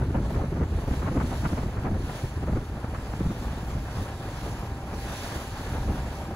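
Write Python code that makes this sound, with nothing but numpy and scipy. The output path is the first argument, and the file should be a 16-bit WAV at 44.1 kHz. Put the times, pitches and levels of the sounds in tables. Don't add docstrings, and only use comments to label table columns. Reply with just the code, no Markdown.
import sys
import numpy as np
from scipy import signal
from scipy.fft import rfft, irfft
from scipy.io import wavfile
from scipy.ndimage import uniform_filter1d

SR = 44100
rng = np.random.default_rng(int(sys.argv[2]) if len(sys.argv) > 2 else 0)


def to_linear_factor(level_db):
    exponent = np.asarray(level_db, float) / 20
    return 10 ** exponent


def master_out(mix):
    frames = np.transpose(np.atleast_2d(mix))
    ceiling = np.clip(frames, -1, 1)
    pcm = np.round(ceiling * 32767).astype(np.int16)
    wavfile.write(sys.argv[1], SR, pcm)


N = 280254


def evened(x):
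    return x / np.sqrt(np.mean(x ** 2) + 1e-20)


def read(points, hz):
    f, value = np.transpose(points)
    return np.interp(np.log(hz + 1), np.log(f + 1), value)


def curve(rows):
    return np.interp(np.arange(N) / SR, *np.transpose(rows))


def chance(low_hz, high_hz):
    hz = np.fft.rfftfreq(N, 1 / SR)
    shape = (hz > low_hz) / (1 + (hz / high_hz) ** 2)
    return evened(irfft(rfft(rng.standard_normal(N)) * shape, N))


def turbulence(colour, same):
    a, b = rng.standard_normal((2, N))
    pair = np.array([a, same * a + np.sqrt(1 - same ** 2) * b])
    gain = to_linear_factor(read(colour, np.fft.rfftfreq(N, 1 / SR)))
    return evened(irfft(rfft(pair) * gain, N))


# t/s, level/dB
WIND_STRENGTH = [(0.0, -25.5), (0.88, -31.5), (1.09, -29.5), (1.38, -30), (1.82, -31), (1.98, -28.5),
                 (2.21, -39), (2.49, -34), (2.88, -35.5), (3.4, -33), (3.87, -35.5), (4.88, -35.5),
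                 (5.02, -35), (5.45, -38), (5.64, -37), (5.91, -28.5), (6.05, -33), (6.35, -40.5)]
WIND_MEAN_DB = -35
# f/Hz, density/(dB per Hz)
RUMBLE_COLOUR = [(12, -23), (32, -3), (47, 5.5), (62, 6), (100, 2.5), (135, -1.5), (240, -38.5), (900, -90)]
ROAR_COLOUR = [(80, -6.5), (160, 1), (230, -0.5), (330, -4.5), (480, -11.5), (1100, -41), (4000, -92)]


def wind():
    flutter = chance(5.2, 50)
    wind_db = curve(WIND_STRENGTH)
    rumble_db = wind_db + 0.2 + 1.2 * flutter
    roar_db = WIND_MEAN_DB - 6.0 + 0.86 * (wind_db - WIND_MEAN_DB) + 2.7 * flutter
    rumble = to_linear_factor(rumble_db) * turbulence(RUMBLE_COLOUR, same=0.93)
    roar = to_linear_factor(roar_db) * turbulence(ROAR_COLOUR, same=0.94)
    return rumble + roar


# t/s, thump level/dB, flap over thump/dB, length/s
LARGE = [(0.108, -28.5, -4, 0.015), (0.187, -29.5, 2.5, 0.026), (0.218, -35, -1, 0.0072),
         (.367, -27, -1, 0.029), (0.421, -27, -4, 0.019), (0.528, -32, 2, 0.025), (0.617, -29, 3, 0.039),
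         (.735, -27, -9, 0.045), (0.79, -28.5, -1, .018), (0.914, -24, 1, 0.012), (1.029, -27, -19, .021),
         (1.122, -27, 0, 0.019), (1.168, -24.5, 0, 0.044), (1.246, -27.5, -2.5, 0.041),
         (1.464, -22.5, -4, 0.018), (1.531, -23, -1, 0.022), (1.664, -25, -8, 0.018),
         (1.953, -25.5, -7, 0.05), (2.245, -24.5, -6.5, 0.019), (2.374, -24, -8.5, 0.015),
         (2.531, -23, -6.5, .018), (2.571, -24, -1.5, 0.03), (3.212, -24.5, -3.5, 0.02),
         (3.265, -21.5, -9.5, 0.029), (3.312, -32.5, 4.5, 0.027), (3.763, -29.5, -5.5, 0.072),
         (3.997, -28, -9, 0.068), (5.355, -36, -5.5, 0.04), (5.735, -33, -6.5, 0.065),
         (5.89, -24, -14, 0.047)]


def large_eddies():
    rows = []
    for s, thump_db, flap_over_db, length_s in LARGE:
        flap_db = thump_db + flap_over_db
        rows.append((s, thump_db, flap_db, flap_db - 13, flap_db - 17.5, length_s))
    return rows


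# t/s, rattle level/dB, crackle over rattle/dB, length/s
SMALL = [(0.022, -36, -8.5, 0.042), (0.154, -31.5, -10.5, 0.02), (0.26, -41, -16, .026),
         (0.345, -44.5, 0, 0.028), (0.442, -34, -9.5, 0.017), (0.576, -37.5, -9, 0.044),
         (0.883, -34, -11, 0.024), (0.94, -34, -5.5, .011), (1.026, -39.5, 0, 0.02),
         (1.072, -38, 0.5, 0.044), (1.21, -34, -0.8, 0.026), (1.324, -36, -6, 0.031),
         (1.456, -35, 2, 0.025), (1.582, -34.5, -5.5, 0.024), (1.634, -36, -7.5, .014),
         (1.781, -38.5, -5, .04), (1.861, -34.5, -5.5, 0.047), (1.918, -37, -24, 0.015),
         (2.097, -35, -6, 0.0076), (2.435, -35.5, -11, .025), (2.489, -35, -13, 0.04),
         (2.844, -33.5, -9.5, .013), (2.954, -44, 5, 0.023), (3.138, -36, -4, 0.012),
         (4.476, -38.5, -10, 0.047), (4.936, -37.5, -6.5, 0.024), (5.325, -41.5, 0, 0.014),
         (5.781, -39, -8, 0.02), (5.897, -41.5, -11, 0.044), (6.31, -40.5, -18, 0.048)]


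def small_eddies():
    rows = []
    for s, rattle_db, crackle_over_db, length_s in SMALL:
        body_db = rattle_db - 0.23 * crackle_over_db
        rows.append((s, body_db + 1, body_db + 2, rattle_db, rattle_db + crackle_over_db, length_s))
    return rows


STRAY_OVER_WIND_DB = [-7.5, -10.5, -8.5, -19.5]


def stray_eddies():
    per_s, spread_db, typical_s = 6, 1.5, 0.025
    count = round(per_s * N / SR)
    luck = rng.standard_normal((count, 5))
    s = (np.arange(count) + rng.random(count)) * (N - 1) / SR / count
    wind_db = np.interp(s, *np.transpose(WIND_STRENGTH))
    levels_db = wind_db[:, None] + STRAY_OVER_WIND_DB + spread_db * luck[:, :4]
    length_s = typical_s * np.exp(0.45 * luck[:, 4])
    return list(np.column_stack([s, levels_db, length_s]))


# f/Hz, density/(dB per Hz)
THUMP_COLOUR = [(20, -15), (50, -7), (75, -0.5), (115, -6.5), (170, -12.5), (300, -29.5), (900, -94)]
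RATTLE_COLOUR = [(200, -24), (420, 4), (600, 7.5), (900, 2), (1400, -35), (5000, -96)]
CRACKLE_COLOUR = [(450, -15), (950, -2.5), (1250, -0.5), (1700, -8.5), (2200, -12), (3000, -22),
                  (7000, -92)]


def buffets():
    out = np.zeros((2, N))
    ragged = to_linear_factor(2.2 * chance(25, 90))
    layers = [  # noise, length factor, gain/dB
        (turbulence(THUMP_COLOUR, same=0.88), 2.6, 0.1),
        (turbulence(ROAR_COLOUR, same=0.95), 1.6, 0.8),
        (turbulence(RATTLE_COLOUR, same=0.56) * ragged, 1.35, 0.3),
        (turbulence(CRACKLE_COLOUR, same=0.26) * ragged[::-1], 1.9, 1.5)]
    for s, *levels_db, length_s in large_eddies() + small_eddies() + stray_eddies():
        for db, (noise, stretch, gain_db) in zip(levels_db, layers):
            half = int(length_s * stretch * SR / 2)
            at = np.arange(-half, half) + round(s * SR)
            inside = (at >= 0) & (at < N)
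            swell, at = np.hanning(2 * half)[inside], at[inside]
            burst = evened(swell * noise[:, at])
            out[:, at] += to_linear_factor(db + gain_db) * burst * np.sqrt(np.mean(swell ** 2))
    return out


# f/Hz, likeness of the ports (clipped to 0-1)
PORT_LIKENESS = [(700, 2), (1100, 1.7), (1400, 0.63), (2300, 0.13), (3000, 0.6), (3400, 0.2), (4300, 0.46),
                 (4950, 0.5), (5500, 0.47), (6500, 0.4), (7150, 0.46), (8300, .72), (12000, 1.2),
                 (15500, -1)]
# f/Hz, right port lead/rad
PORT_LEAD = [(700, 0), (1080, -1.1), (1400, -.4), (2100, 1.1), (2450, 3.7), (3100, 3.6), (3900, 6.3),
             (4500, 6.2), (5150, 3.1), (6550, .1), (7000, .4), (7600, 2.3), (8500, 3.14), (15700, 12.6)]
# f/Hz, left minus right/dB
PORT_SHADE = [(1500, 0), (2700, -0.5), (4200, -1), (6200, -3), (8000, -0.5)]


def water(colour, patchy_db, flicker_db):
    hop, size = 128, 512
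    frames, hz = N // hop + 5, np.fft.rfftfreq(size, 1 / SR)
    a, b, c, d, patches = rng.standard_normal((frames, len(hz), 5)).T
    patches = uniform_filter1d(patches, size=7, axis=0)
    patches = evened(uniform_filter1d(patches, size=24, axis=1))
    flicker = evened(uniform_filter1d(rng.standard_normal(frames), size=5))
    same = np.clip(read(PORT_LIKENESS, hz), 0, 1)[:, None]
    lead = np.exp(1j * np.interp(hz, *np.transpose(PORT_LEAD)))[:, None]
    shade = to_linear_factor(read(PORT_SHADE, hz) / 2)[:, None]
    left = a + 1j * b
    right = same * lead * left + np.sqrt(1 - same ** 2) * (c + 1j * d)
    level_db = read(colour, hz)[:, None] + patchy_db * patches + flicker_db * flicker
    z = np.array([left * shade, right / shade]) * to_linear_factor(level_db)
    return evened(signal.istft(z, nperseg=size, noverlap=size - hop)[1][:, :N])


# crest t/s, spray level/dB, length/s
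BOW_WAVES = [(.3, -57, 0.24), (0.79, -56, 0.11), (0.953, -52.5, 0.21), (1.38, -51.5, 0.64),
             (2.167, -51.5, 0.37), (2.547, -63, 0.39), (3.107, -58, 0.49), (3.437, -55.5, 0.59),
             (3.76, -56.5, 0.33), (3.99, -52, 0.24), (4.18, -58, 0.33), (4.45, -52.5, 0.49),
             (5.246, -46.5, 0.58), (5.7, -51.5, 0.42), (5.934, -55, 0.29), (6.135, -54.5, 0.38)]


def wave_strength():
    t = np.arange(N) / SR
    crest_at, calm_db = 0.5, -59
    power = to_linear_factor(calm_db) ** 2 * np.ones(N)
    for s, db, length_s in BOW_WAVES:
        width_s = length_s * np.where(t < s, crest_at, 1 - crest_at)
        power += to_linear_factor(db) ** 2 * np.exp(-2 * ((t - s) / width_s) ** 2)
    return 10 * np.log10(power)


# f/Hz, density/(dB per Hz)
RUSH_COLOUR = [(150, -27), (350, -1.5), (550, 0), (820, 1), (1050, -2), (1300, -4.5), (1750, -6),
               (2000, -12), (2600, -14), (4500, -32), (9000, -90)]
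SPRAY_COLOUR = [(500, -2), (1100, -16.5), (1800, 0), (2500, -2), (3200, -1), (5000, -4), (8000, -7.5),
                (11000, -10), (15600, -14.5)]


def bow_wave():
    wave_db = wave_strength()
    droplets_db = 1.3 * chance(150, 900)
    surges_db = 1.2 * chance(1.5, 9)
    gathering_way_db = 0.43 * (np.arange(N) - N / 2) / SR
    rush_db = -42.5 + 0.34 * (wave_db + 52.5) + 0.059 * (curve(WIND_STRENGTH) - WIND_MEAN_DB)
    rush_db += surges_db + gathering_way_db
    rush = to_linear_factor(rush_db) * water(RUSH_COLOUR, patchy_db=0.86, flicker_db=0.56)
    spray = to_linear_factor(wave_db + 5.0 + droplets_db) * water(SPRAY_COLOUR, patchy_db=1.14, flicker_db=0.65)
    return rush + spray


# f/Hz, level/dB, width/Hz
WHINE_LINES = [
    (581, -60, 4),
    (786, -52.5, 3),
    (937, -60, 5),
    (1028, -61, 5),
    (1655, -64, 50),
]
# t/s, level/dB
WHINE_LEVEL = [(0, -9), (2, -8), (3.4, -3), (4.5, 0), (5.6, .5), (6.35, 2.5)]


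def whine():
    t, out = np.arange(N) / SR, np.zeros(N)
    for hz, db, width_hz in WHINE_LINES:
        waver_db = 2.0 * chance(0.3, width_hz)
        slip_rad = 0.45 * chance(0.2, width_hz)
        out += to_linear_factor(db + waver_db) * np.sqrt(2) * np.sin(2 * np.pi * hz * t + slip_rad)
    return out * to_linear_factor(curve(WHINE_LEVEL))


def scene():
    return wind() + buffets() + bow_wave() + whine()


# t/s, f/Hz
MONO_EDGE = [(0, 640), (2.0, 650), (2.7, 1010), (3.2, 950), (4.6, 1000), (6.35, 950)]
# f/Hz, level/dB
BODY_COLOUR = [(600, -2.5), (900, -0.5), (1100, 2.5), (1400, -2), (1900, 0)]


def emptied(x, bands, mono=0):
    hz, t, z = signal.stft(x, SR, nperseg=2048)
    hz = hz[:, None]
    for low_hz, high_hz, share, ragged_hz in bands:
        low, high, mood = rng.standard_normal((len(t), 3)).T
        mood = uniform_filter1d(mood, size=4)
        in_band = (hz > low_hz + ragged_hz * low) & (hz < high_hz + ragged_hz * high)
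        z = z * ~(in_band & (mood <= np.quantile(mood, share)))
    wander = 1 - 0.2 * rng.random(len(t)) ** 2
    edge_hz = mono * np.interp(t, *np.transpose(MONO_EDGE)) * wander
    z = z * (hz >= edge_hz) * to_linear_factor(mono * read(BODY_COLOUR, hz))
    return signal.istft(z, SR, nperseg=2048)[1][:N]


def roll_off(x):
    return signal.sosfilt(signal.butter(12, 17070, fs=SR, output="sos"), x)


# low f/Hz, high f/Hz, share of time (0-1), raggedness/Hz
SUM_GAPS = [
    (8330, 8870, .74, 120),
    (12650, 14250, .95, 260),
    (15750, 23000, 1, 0),
]
DIFFERENCE_GAPS = [
    (10400, 11650, 1, 50),
    (15150, 23000, 1, 130),
]


def record(dry):
    knee = 0.24
    left, right = knee * np.tanh(dry / knee)
    mid = emptied((left + right) / 2, SUM_GAPS)
    side = emptied((left - right) / 2, DIFFERENCE_GAPS, mono=1)
    return roll_off(np.array([mid + side, mid - side]))


dry = scene()
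out = record(dry)
master_out(out)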